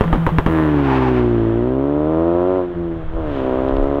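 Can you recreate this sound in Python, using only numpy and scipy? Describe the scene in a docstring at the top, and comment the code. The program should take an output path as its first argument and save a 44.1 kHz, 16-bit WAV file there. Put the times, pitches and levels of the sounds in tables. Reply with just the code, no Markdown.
"""Turbo launch on a country road

A turbocharged four-cylinder car pops against the launch limiter, bogs down as the tyres scrub and
chirp, pulls away, lifts for a gear change and pulls again. Uneven firing pulses ring the exhaust and
push gas out of it; grit ticks, the trees answer faintly and wind bumps the microphone."""
import sys
import numpy as np
from scipy import signal
from scipy.fft import rfft, irfft, next_fast_len
from scipy.io import wavfile
from scipy.ndimage import uniform_filter1d, map_coordinates

SR = 44100
rng = np.random.default_rng(int(sys.argv[2]) if len(sys.argv) > 2 else 0)


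def generate_wav(signal):
    """Clip the signal to [-1, 1] and save it as 16-bit WAV at the path in sys.argv[1]."""
    frames = np.transpose(np.atleast_2d(signal))
    scaled = np.clip(frames, -1, 1) * 32767
    pcm = np.round(scaled).astype(np.int16)
    wavfile.write(sys.argv[1], SR, pcm)


N = 176400
T = np.arange(N) / SR
LAUNCH_S, ENGINE_FADE_S = .475, .0066

# The metallic tone of the tailpipes. Each row: frequency in Hz, gain in dB.
RING_COLOUR = [(500, -45.5), (800, -12), (1000, 0), (1400, -13), (1780, -7.5), (2200, -20.5), (3100, -28),
               (5000, -53.5)]


def amp(db):
    """Decibels to gain."""
    return 10 ** (np.asarray(db) / 20)


def unit(x):
    """x at rms 1."""
    return x / np.sqrt(np.mean(x ** 2) + 1e-20)


def curve(rows):
    """(seconds, value) points as one value per sample."""
    return np.interp(T, *np.transpose(rows))


def wobble(rate):
    """A smooth random curve, rate knots a second."""
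    return map_coordinates(rng.standard_normal(int(N * rate / SR) + 4), [T * rate])


def fade(start, life):
    """An envelope that jumps up at start and dies exponentially."""
    return (T >= start) * np.exp(-np.maximum(T - start, 0) / life)


def steady(x, size=2205):
    """x with its running rms held at 1."""
    power = uniform_filter1d(uniform_filter1d(x ** 2, size), size)
    return x / np.sqrt(np.abs(power) + 1e-14)


def filtered(x, response):
    """x through a zero-phase filter whose gain is response(hz)."""
    size = next_fast_len(N + SR // 2)
    return irfft(rfft(x, size) * response(np.fft.rfftfreq(size, 1 / SR)), size)[:N]


def coloured(x, points, size=16384):
    """x through a minimum-phase EQ drawn by (Hz, dB) points."""
    hz, db = np.transpose(points)
    grid = np.fft.rfftfreq(size, 1 / SR)
    gain = amp(np.interp(np.log(grid + 1), np.log(hz), db))
    cepstrum = irfft(np.log(gain))
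    cepstrum[1:size // 2] *= 2
    cepstrum[size // 2 + 1:] = 0
    impulse = irfft(np.exp(rfft(cepstrum)))[:size // 2]
    return signal.fftconvolve(x, impulse)[:N]


def noise(points):
    """Coloured noise of rms 1."""
    return unit(coloured(rng.standard_normal(N), points))


def struck(envelope, points):
    """Noise under an envelope, then coloured; rms 1 where the envelope is 1."""
    return unit(coloured(envelope * rng.standard_normal(N), points)) * np.sqrt(np.mean(envelope ** 2))


def wind():
    """Gusts rumble on the microphone; the strongest land as single low bumps."""
    # The gusts. Each row: time in seconds, level in dB.
    gust_levels = [(.45, -29), (.55, -43), (2.6, -42), (3.15, -25), (3.3, -25), (3.5, -33), (3.8, -26),
                   (4, -31)]
    # Their deep tone. Each row: frequency in Hz, gain in dB.
    gust_colour = [(8, -8), (22, 0), (55, -2), (90, -5), (150, -19), (5000, -120)]
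    # The bumps. Each row: centre in seconds, width in seconds, peak in dB.
    bump_hits = [(3.095, .016, -14), (3.169, .006, -16), (3.742, .007, -12), (3.798, .008, -11),
                 (3.829, .009, -10)]
    swing = lambda u: (1 - u ** 2) * np.exp(-.5 * u ** 2)
    bumps = sum(amp(db) * swing((T - centre) / width) for centre, width, db in bump_hits)
    return amp(curve(gust_levels)) * steady(noise(gust_colour)) + bumps


def trees(x, level_db=-22, t60_s=.25):
    """The hedge and the wood scatter a faint tail."""
    tail = rng.standard_normal(N) * amp(-60 * T / t60_s) * (1 - np.exp(-T / .011))
    return amp(level_db) * signal.fftconvolve(x, tail / np.linalg.norm(tail))[:N]


def grit(decay_s=.003):
    """Light ticks of thrown grit."""
    # Each row: start in seconds, level in dB, strongest frequency in Hz.
    ticks = [(3.686, -35, 3000), (3.744, -59, 7000), (3.766, -32, 3000), (3.833, -54, 7500),
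             (3.876, -61, 7000)]
    return sum(struck(amp(db) * fade(start, decay_s), [(hz / 4, -12), (hz, 0), (2 * hz, -28), (4 * hz, -50)])
               for start, db, hz in ticks)


def tyres():
    """Spinning rubber scrubs on the asphalt and briefly sings."""
    # The scrub. Each row: time in seconds, level in dB.
    scrub_levels = [(.65, -42.5), (.93, -22), (1.06, -25), (1.2, -31.5), (1.4, -54), (1.8, -71.5)]
    # Its tone. Each row: frequency in Hz, gain in dB.
    scrub_colour = [(200, -20), (870, 8), (1600, -2.5), (2600, -8), (4200, -25), (6500, -38.5),
                    (10000, -49.5)]
    # The chirps. Each row: centre in seconds, width in seconds, pitch in Hz, level in dB.
    chirps = [(.892, .014, 880, -28), (.932, .014, 870, -22), (1.035, .008, 830, -25),
              (1.07, .011, 860, -22)]
    scrub = amp(curve(scrub_levels) + 1.5 * wobble(34)) * noise(scrub_colour)
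    level = sum(amp(db) * np.exp(-.5 * ((T - centre) / width) ** 2) for centre, width, _, db in chirps)
    pitch = curve([(centre, hz) for centre, _, hz, _ in chirps]) * (1 + .057 * wobble(180))
    return scrub + level * np.sqrt(2) * np.sin(2 * np.pi * np.cumsum(pitch) / SR)


def boost(centre_s=3.36, width_s=.06, level_db=-45, hz=3100):
    """Intake air hisses as the boost builds again after the gear change."""
    swell = np.exp(-.5 * ((T - centre_s) / width_s) ** 2)
    return amp(level_db) * swell * noise([(hz / 2, -6), (hz, 0), (2 * hz, -32), (4 * hz, -55)])


def gas(pulses, pulsing=.11):
    """Turbulent gas rushes out of the exhaust, swelling with every firing."""
    # The rush. Each row: time in seconds, level in dB.
    rush_levels = [(0, -29.5), (.44, -33), (.55, -26.5), (1.35, -30), (1.8, -36), (2.56, -33),
                   (2.68, -38.5), (3.12, -38), (3.4, -29.5), (3.6, -30.5), (4, -33)]
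    # Its tone. Each row: frequency in Hz, gain in dB.
    rush_colour = [(60, 8), (400, 11), (1200, 6.5), (1700, 1), (2300, -7.5), (3300, -9.5), (3900, -18.5),
                   (4800, -30.5), (7000, -36), (9000, -44.5)]
    # Fine hiss, heard only near the car. Each row: time in seconds, level in dB.
    hiss_levels = [(.44, -59), (.52, -54.5), (.85, -68), (1.7, -93)]
    puffs = unit(np.abs(signal.fftconvolve(pulses, fade(0, .0014))[:N]))
    flow = unit(1 - pulsing + pulsing * puffs)
    rush = unit(coloured(flow * rng.standard_normal(N), rush_colour))
    hiss = flow * rng.standard_normal(N)
    return amp(curve(rush_levels)) * rush + amp(curve(hiss_levels)) * hiss


def tailpipes(pulses):
    """Each firing rings the steel tailpipes, heard while the car is close."""
    # Each row: time in seconds, level in dB.
    ring_levels = [(.46, -62.5), (.49, -29), (.6, -25.5), (.8, -43.5), (1.4, -54.5), (1.8, -63)]
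    return amp(curve(ring_levels)) * steady(coloured(pulses, RING_COLOUR))


def limiter_hum(turns, overtone_db=-18.5):
    """Held at launch speed, the engine fires in short smooth bursts between the pops."""
    # Each row: start in seconds, end in seconds, level in dB.
    hums = [(0.055, 0.136, -17), (0.175, .267, -16.5), (0.32, 0.385, -15.5), (0.41, 0.48, -25.5)]
    level = sum(amp(db) * np.clip(np.minimum(T - start, end - T) / ENGINE_FADE_S + .5, 0, 1)
                for start, end, db in hums)
    phase = 4 * np.pi * turns + .056 * wobble(75)  # two firings a turn
    overtones = np.sin(2 * phase) + .47 * np.sin(3 * phase)
    return level * np.sqrt(2) * (np.sin(phase) + amp(overtone_db) * overtones)


def limiter_pops():
    """Fuel explodes in the pipe: a pressure push, a low thump, a crackling tail and a metallic snap."""
    # Each row: start in seconds, gain in dB, extra gain for the crack and snap in dB.
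    pops = [(.009, 0, 0), (0.039, -12, 4), (.079, -19, 9), (0.1283, 2, -3), (0.157, -13, 4),
            (0.2655, 1.5, 3), (.29, -15, 4), (0.385, -1, 10), (0.463, 0, 5)]
    # The tone of the crackle. Each row: frequency in Hz, gain in dB.
    crackle_colour = [(80, 11), (450, 9.5), (660, 2.5), (900, 5), (1200, 3.5), (1500, -7.5), (1780, -6),
                      (2400, -15.5), (3200, -16), (4600, -36.5), (9000, -46)]
    push_db, push_s = 2.5, .0033
    thump_db, thump_s, thump_hz = -20, .035, 40
    crack_db, crack_s = -11.5, .0013
    tail_db, tail_s = -11.5, .02
    snap_db = -10.5
    low, bursts, shocks = np.zeros((3, N))
    for start, db, extra_db in pops:
        age = np.maximum(T - start, 0)
        push = (1 - age / push_s) * fade(start, push_s) * (1 - np.exp(-age / .0012)) ** 2
        thump = fade(start, thump_s) * np.cos(2 * np.pi * thump_hz * age) * (1 - np.exp(-age / .0013))
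        low += amp(db) * (amp(push_db) * push + amp(thump_db) * thump)
        crack = amp(crack_db + extra_db) * fade(start, crack_s)
        bursts += amp(db) * (crack + amp(tail_db) * fade(start, tail_s))
        shocks[round(start * SR)] = amp(db + extra_db)
    snap = coloured(shocks, RING_COLOUR)  # each shock rings the tailpipes
    snap *= amp(snap_db) * shocks.max() / np.abs(snap).max()
    flicker = unit(amp(1.3 * wobble(900)))
    return low + struck(bursts * flicker, crackle_colour) + snap


def firings(turns, weak_lag_s=.0003, jitter_s=.00003, scatter_db=.7):
    """Two pulses a crankshaft turn: a strong one, then a weak and slightly late one."""
    # Under load every second firing is weaker. Each row: time in seconds, ratio of weak to strong.
    evenness = [(.5, 0.52), (1.45, 0.58), (2.58, 0.36), (2.75, 0.7), (3.22, 0.82), (3.55, 0.38)]
    count = np.arange(1, int(2 * turns[-1]))
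    weak = count % 2
    jitter, scatter = rng.standard_normal((len(count), 2)).T
    when = np.interp(count / 2, turns, T) + weak_lag_s * weak + jitter_s * jitter
    sizes = np.where(weak, np.interp(when, *np.transpose(evenness)), 1) * amp(scatter_db * scatter)
    at = np.clip(when * SR, 0, N - 2)
    i = at.astype(int)  # each pulse is shared between two neighbouring samples
    return np.bincount(i, sizes * (1 - at + i), N) + np.bincount(i + 1, sizes * (at - i), N)


def exhaust(pulses, boom_edge_hz=164.4, rasp_edge_hz=413):
    """From the launch on, the firings ring the pipe: deep boom, middle bark and upper rasp."""
    # The pipe's response to one firing. Each row: frequency in Hz, gain in dB.
    pipe_colour = [(8, -68), (62, -4), (120, -13), (165, -9), (200, -5), (260, 7.5), (350, 10), (410, 5.5),
                   (460, 3.5), (505, 2), (595, 5), (720, -4), (860, -13.5), (980, -6.5), (1130, -15),
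                   (1320, -14), (1600, -34.5), (4000, -74.5)]
    # A fader ride for each of the three bands. Each row: time in seconds, level in dB.
    boom_levels = [(.6, -21), (1.45, -20), (1.72, -25), (2, -28.5), (2.17, -25.5), (2.6, -36), (2.72, -43),
                   (2.76, -27), (3.1, -36), (4, -31)]
    bark_levels = [(.47, -24), (.55, -15.7), (.85, -17), (1.2, -15.5), (1.45, -17.5), (2.05, -19),
                   (2.28, -17), (2.58, -19.5), (2.66, -24), (2.73, -26), (2.748, -42), (2.768, -23),
                   (2.92, -23.5), (3.08, -41), (3.18, -25), (3.28, -27.5), (3.48, -20), (4, -22)]
    rasp_levels = [(.55, -27.5), (.8, -32.5), (1.3, -32), (1.55, -29), (2.2, -20.5), (2.6, -20),
                   (2.68, -39.5), (2.82, -35.5), (3.03, -37.5), (3.08, -56), (3.17, -27), (3.28, -30),
                   (3.5, -21.5), (4, -22.5)]
    pipe = coloured(pulses, pipe_colour)
    below = lambda edge_hz: filtered(pipe, lambda hz: 1 / (1 + (hz / edge_hz) ** 16))
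    lows, lows_and_mids = below(boom_edge_hz), below(rasp_edge_hz)
    boom = amp(curve(boom_levels)) * steady(lows)
    bark = amp(curve(bark_levels)) * steady(lows_and_mids - lows)
    rasp = amp(curve(rasp_levels)) * steady(pipe - lows_and_mids)
    launched = np.clip((T - LAUNCH_S) / ENGINE_FADE_S + .5, 0, 1)
    return (boom + bark + rasp) * launched


def scene():
    """The car and its echo, with grit and wind, in mono."""
    # The revs. Each row: time in seconds, crankshaft speed in turns per second.
    revs = [(0, 83), (.5, 81.4), (.61, 79), (.92, 66), (1.1, 63.7), (1.44, 56), (1.54, 56.8), (1.76, 66.3),
            (1.94, 73), (2.14, 80), (2.37, 87.9), (2.5, 92.1), (2.565, 93), (2.64, 88.3), (2.75, 87.1),
            (3.04, 80.3), (3.19, 81.6), (3.4, 65.5), (3.52, 63.8), (4, 71.8)]
    turns = np.cumsum(curve(revs) * (1 + .0033 * wobble(25))) / SR
    pulses = firings(turns)
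    engine = exhaust(pulses) + tailpipes(pulses) + gas(pulses)
    car = engine + limiter_hum(turns) + limiter_pops() + tyres() + boost()
    return (car + trees(car) + grit() + wind())[None]


def record(dry, hardness=6, top_hz=15900):
    """The microphone rounds off the loudest pops and keeps nothing above its band limit."""
    clipped = dry[0] / (1 + np.abs(dry[0]) ** hardness) ** (1 / hardness)
    return filtered(clipped, lambda hz: hz < top_hz)[None]


dry = scene()
out = record(dry)
generate_wav(out)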